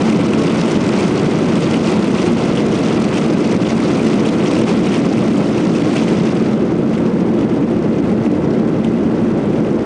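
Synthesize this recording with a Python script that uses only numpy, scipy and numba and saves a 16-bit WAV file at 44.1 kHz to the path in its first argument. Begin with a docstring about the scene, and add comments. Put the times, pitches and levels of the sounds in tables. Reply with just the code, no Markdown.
"""A window seat in an airliner braking on the runway, close beside an engine with its thrust reverser open.
From the start jet noise booms through the fuselage, air rushes along the skin and wheels rumble below.
Trim panels chatter in dense scrapes, harder with each jolt; from 0.6 s a loose panel adds single knocks.
Around 6.5 s the thrust eases: roar, rush and chatter drop, single ticks stand out and the rumble rises.
At the microphone a fast limiter senses upward crests, hard rails clip the rest, and the top is cut."""
import sys
import numpy as np
from scipy import signal
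from scipy.fft import rfft, irfft
from scipy.io import wavfile
from scipy.ndimage import uniform_filter1d
from numba import njit

SR = 44100
rng = np.random.default_rng(int(sys.argv[2]) if len(sys.argv) > 2 else 0)


def store_pcm(level_fs):
    """Save levels as 16-bit WAV."""
    pcm = np.round(np.clip(level_fs, -1, 1) * 32767).astype(np.int16)
    wavfile.write(sys.argv[1], SR, np.atleast_2d(pcm).T)


N = 434384
TIME = np.arange(N) / SR  # s
FREQS = np.fft.rfftfreq(N, 1 / SR)  # Hz

# jet roar as the fuselage wall lets it through: frequency_hz, relative_density_db (per Hz)
ROAR_SPECTRUM = [(20, -29.5), (55, -28), (80, -19), (115, -10), (165, -3.5), (300, -1), (370, -5.5),
                 (500, -11.5), (650, -18), (850, -24), (1300, -33), (1700, -35), (4000, -70)]
# peaks and dips of wall and cabin air at the seat: centre_hz, width_hz, height_db
CABIN_MODES = [(175, 17, 2.5), (222, 40, 5.5), (249.9, 10.3, -10.5), (268, 20, -1), (350, 23, 3),
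               (489, 34, 2), (621, 40, 1.5), (1110, 87, 2), (1340, 120, 3.5), (1540, 30, 4), (2050, 210, 6),
               (2550, 130, 4.5)]
# air rushing along the skin: frequency_hz, relative_density_db (per Hz)
RUSH_SPECTRUM = [(300, -14.5), (550, 1), (750, -2), (1000, -3.5), (1350, -7), (1750, -14), (2300, -14),
                 (2800, -18.5), (3500, -19), (6000, -36.5), (10000, -48)]
# wheel rumble through the floor: frequency_hz, relative_density_db (per Hz)
WHEEL_SPECTRUM = [(25, -3.5), (55, -4), (85, 7), (160, -9.5), (500, -42.5)]
# loose trim panels, each with its own ring: ring_hz, width_hz, relative_level_db
TRIM_PANELS = [(1410, 1300, -7), (2100, 580, -4.5), (2600, 630, -2), (3136, 740, -5), (4110, 1420, -5),
               (5480, 1780, -5), (7640, 2770, -10)]
# jolts of the airframe that set the trim chattering harder: crest_s, rise_db, length_s (at half the rise)
AIRFRAME_JOLTS = [(0.087, 4, 0.097), (0.633, 4, 0.27), (0.996, 4, .16), (1.635, 3.5, .16),
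                  (1.886, 4.5, 0.099), (2.037, 1.5, 0.08), (2.235, 4, 0.11), (2.435, 2, 0.15),
                  (2.573, 2.5, 0.071), (2.758, 3, 0.076), (2.877, 4.5, .07), (3.18, 5.5, 0.069),
                  (3.486, 1.5, 0.089), (3.701, 3.5, 0.068), (3.873, 2.5, .16), (4.085, 5.5, 0.069),
                  (4.267, 3, 0.047), (4.525, 4, .11), (4.702, 4, 0.08), (4.938, 5, 0.088),
                  (5.174, 1, 0.049), (5.782, 3, .06), (5.958, 5.5, .09), (6.064, 3, 0.11), (6.953, 5, .1),
                  (7.403, 4.5, 0.055), (7.998, 1.5, 0.086), (8.262, 2, 0.048), (8.84, 2, .05),
                  (9.543, 2, .06)]
# single knocks of a loose panel: start_s, peak_db (before the knock trim), ring_hz
PANEL_KNOCKS = [(0.601, -30, 2620), (1.7418, -11.5, 2570), (1.8844, -14, 2520), (2.0432, -11, 2500),
                (2.573, -11.5, 3000), (2.8838, -20, 3170), (3.1711, -12, 2550), (3.8024, -10, 2020),
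                (3.9942, -16, 2650), (4.0651, -14, 2050), (4.2521, -12, 2630), (4.8712, -10.5, 2440),
                (4.9394, -13, 2720), (5.1795, -12.5, 2380), (5.8196, -18, 3200), (5.9656, -12, 2630),
                (6.9776, -16, 1800), (7.4107, -23, 2960), (7.715, -22.5, 2020), (8.0921, -23, 2040),
                (8.261, -22, 2300), (8.845, -16.5, 2700), (9.5318, -22, 2300)]

# how each source follows the braking, before its own trim: start_db, drift_db_per_s, step_db (as thrust eases)
ROAR_BRAKING = (-13, -0.054, -1.2)
RUSH_BRAKING = (-24.5, -0.51, -4.5)
WHEELS_BRAKING = (-50.5, .9, 6)
CHATTER_BRAKING = (-33.5, -0.29, -8.5)

EASE_S, EASE_SCALE_S = 6.5, .09  # middle and time scale of the smooth easing of thrust
RUSH_JOLT_SHARE = 0.58  # part of a jolt's dB rise that the rush shares
TOP_HZ = 10000  # upper edge of the recorded band


def undb(db):
    """Convert decibels to an amplitude gain."""
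    return 10 ** (np.asarray(db) / 20)


def unit(x):
    """Scale to rms 1."""
    return x / np.sqrt(np.mean(x ** 2))


def colour(x, spectrum, modes=()):
    """Filter by a smooth spectrum with narrow peaks and dips on top, then scale to rms 1."""
    hz, db = np.transpose(spectrum)
    shape_db = np.interp(np.log(FREQS + 1), np.log(hz), db)
    shape_db = shape_db - 40 * np.log10(1 + (hz[0] / (FREQS + 1) / 2) ** 2)  # bass roll-off
    for centre_hz, width_hz, height_db in modes:
        shape_db = shape_db + height_db / (1 + (2 * (FREQS - centre_hz) / width_hz) ** 2)
    return unit(irfft(rfft(x) * undb(shape_db), N))


def walk(rate_hz):
    """Smooth random wander of rms 1: noise whose amplitude spectrum has halved at rate_hz."""
    noise = rng.standard_normal(N)
    return unit(irfft(rfft(noise) / (1 + (FREQS / rate_hz) ** 2), N))


def ring(x, hz, width_hz):
    """Ring a damped resonance with steep skirts, as a band-pass filter."""
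    edges_hz = hz * np.exp(np.array([-1, 1]) * width_hz / hz / 2)
    edges_hz = np.minimum(edges_hz, SR / 2 - 1)
    bandpass = signal.butter(2, edges_hz, "bandpass", fs=SR, output="sos")
    return signal.sosfilt(bandpass, x)


def braking(start_db, drift_db_per_s, step_db):
    """Level in dB: a steady drift while the plane slows, and a smooth step when the thrust eases."""
    eased = (1 + np.tanh((TIME - EASE_S) / EASE_SCALE_S / 2)) / 2
    return start_db + drift_db_per_s * TIME + step_db * eased


def roar(level_db, trim_db=2.0):
    """Turbulence of the reversed jet rings the wall and the cabin air."""
    turbulence = rng.standard_normal(N)
    return colour(turbulence, ROAR_SPECTRUM, CABIN_MODES) * undb(level_db + trim_db)


def rush(level_db, trim_db=-1, gust_db=0.2, flutter_db=0.4):
    """Exhaust and airflow scour the skin as noise with slow gusts and a faster flutter."""
    gusts = undb(gust_db * walk(4.7) + flutter_db * walk(70))
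    airflow = rng.standard_normal(N) * gusts
    return colour(airflow, RUSH_SPECTRUM, CABIN_MODES) * undb(level_db + trim_db)


def wheels(level_db, bump_db=2.0):
    """The undercarriage rumbles over uneven concrete: low noise with a wandering level."""
    rumble = colour(rng.standard_normal(N), WHEEL_SPECTRUM)
    return rumble * undb(level_db + bump_db * walk(5.5))


def chatter(level_db, trim_db=2.0, shake_db=1.0, bounce_db=2.0, own_db=1.53, scatter_db=2.5,
            contacts_per_s=3000, scrape_s=0.00069, brighten=0.15):
    """Loose panels touch their frames at random; each contact is a tiny scrape that rings the panel."""
    shared_db = shake_db * walk(55) + bounce_db * walk(150)  # the same shaking reaches every panel
    scrape = np.exp(-TIME[:256] / scrape_s)
    hardness_db = level_db - np.median(level_db)
    rattle = 0
    for hz, width_hz, panel_db in TRIM_PANELS:
        touching = rng.random(N) < contacts_per_s / SR
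        force_db = shared_db + own_db * walk(55)
        # taking off the mean over an eighth of a second sets hard bounces against lulls
        force_db = force_db - uniform_filter1d(force_db, size=SR // 8)
        force = undb(force_db + scatter_db * rng.standard_normal(N))
        scrapes = signal.oaconvolve(touching * force, scrape)[:N]
        contacts = scrapes * rng.standard_normal(N)
        tilt_db = brighten * hardness_db * np.log(hz / 2500)  # harder contacts are brighter
        rattle = rattle + undb(panel_db + tilt_db) * unit(ring(contacts, hz, width_hz))
    return unit(rattle) * undb(level_db + trim_db)


def jolting():
    """Extra shaking in dB: each jolt of the airframe swells and dies in a bell."""
    return sum(rise_db * .5 ** ((2 * (TIME - crest_s) / length_s) ** 2)
               for crest_s, rise_db, length_s in AIRFRAME_JOLTS)


def knocks(trim_db=-3, decay_s=0.0039, width_hz=900, crack=0.093):
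    """A panel slaps its frame: a decaying noise buzz rings it, with some of the raw crack on top."""
    out, age_s = np.zeros(N + 4096), TIME[:4096]
    for start_s, peak_db, hz in PANEL_KNOCKS:
        buzz = rng.standard_normal(len(age_s)) * np.exp(-age_s / decay_s)
        knock = ring(buzz, hz, width_hz) + crack * buzz
        knock = knock / np.abs(knock).max()
        start = int(start_s * SR)
        out[start:start + len(age_s)] += knock * undb(peak_db + trim_db)
    return out[:N]


def scene():
    """Roar, rush, wheel rumble and rattling trim as they meet at the window seat."""
    jolt_db = jolting()
    engine = roar(braking(*ROAR_BRAKING))
    airflow = rush(braking(*RUSH_BRAKING) + RUSH_JOLT_SHARE * jolt_db)
    rumble = wheels(braking(*WHEELS_BRAKING))
    trim = chatter(braking(*CHATTER_BRAKING) + jolt_db) + knocks()
    return (engine + airflow + rumble + trim)[None]


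@njit
def follow_peaks(x, attack, release):
    """Envelope that climbs quickly with each crest and sinks back slowly."""
    out, envelope = np.empty(len(x)), 0.
    for i in range(len(x)):
        envelope += (x[i] - envelope) * (attack if x[i] > envelope else release)
        out[i] = envelope
    return out


def record(dry):
    """A fast limiter at the microphone senses only upward swings; hard rails clip what still exceeds them."""
    ceiling, rail = .45, .7  # amplitudes
    attack_s, release_s = .00006, .02
    upward = np.maximum(dry[0], ceiling)
    crest = follow_peaks(upward, 1 - np.exp(-1 / (attack_s * SR)), 1 / (release_s * SR))
    gain = ceiling / np.maximum(crest, ceiling)
    limited = np.clip(dry * gain, -rail, rail)
    top_cut = signal.ellip(12, .2, 80, TOP_HZ, fs=SR, output="sos")  # steep low-pass
    return signal.sosfilt(top_cut, limited)


dry = scene()
out = record(dry)
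store_pcm(out)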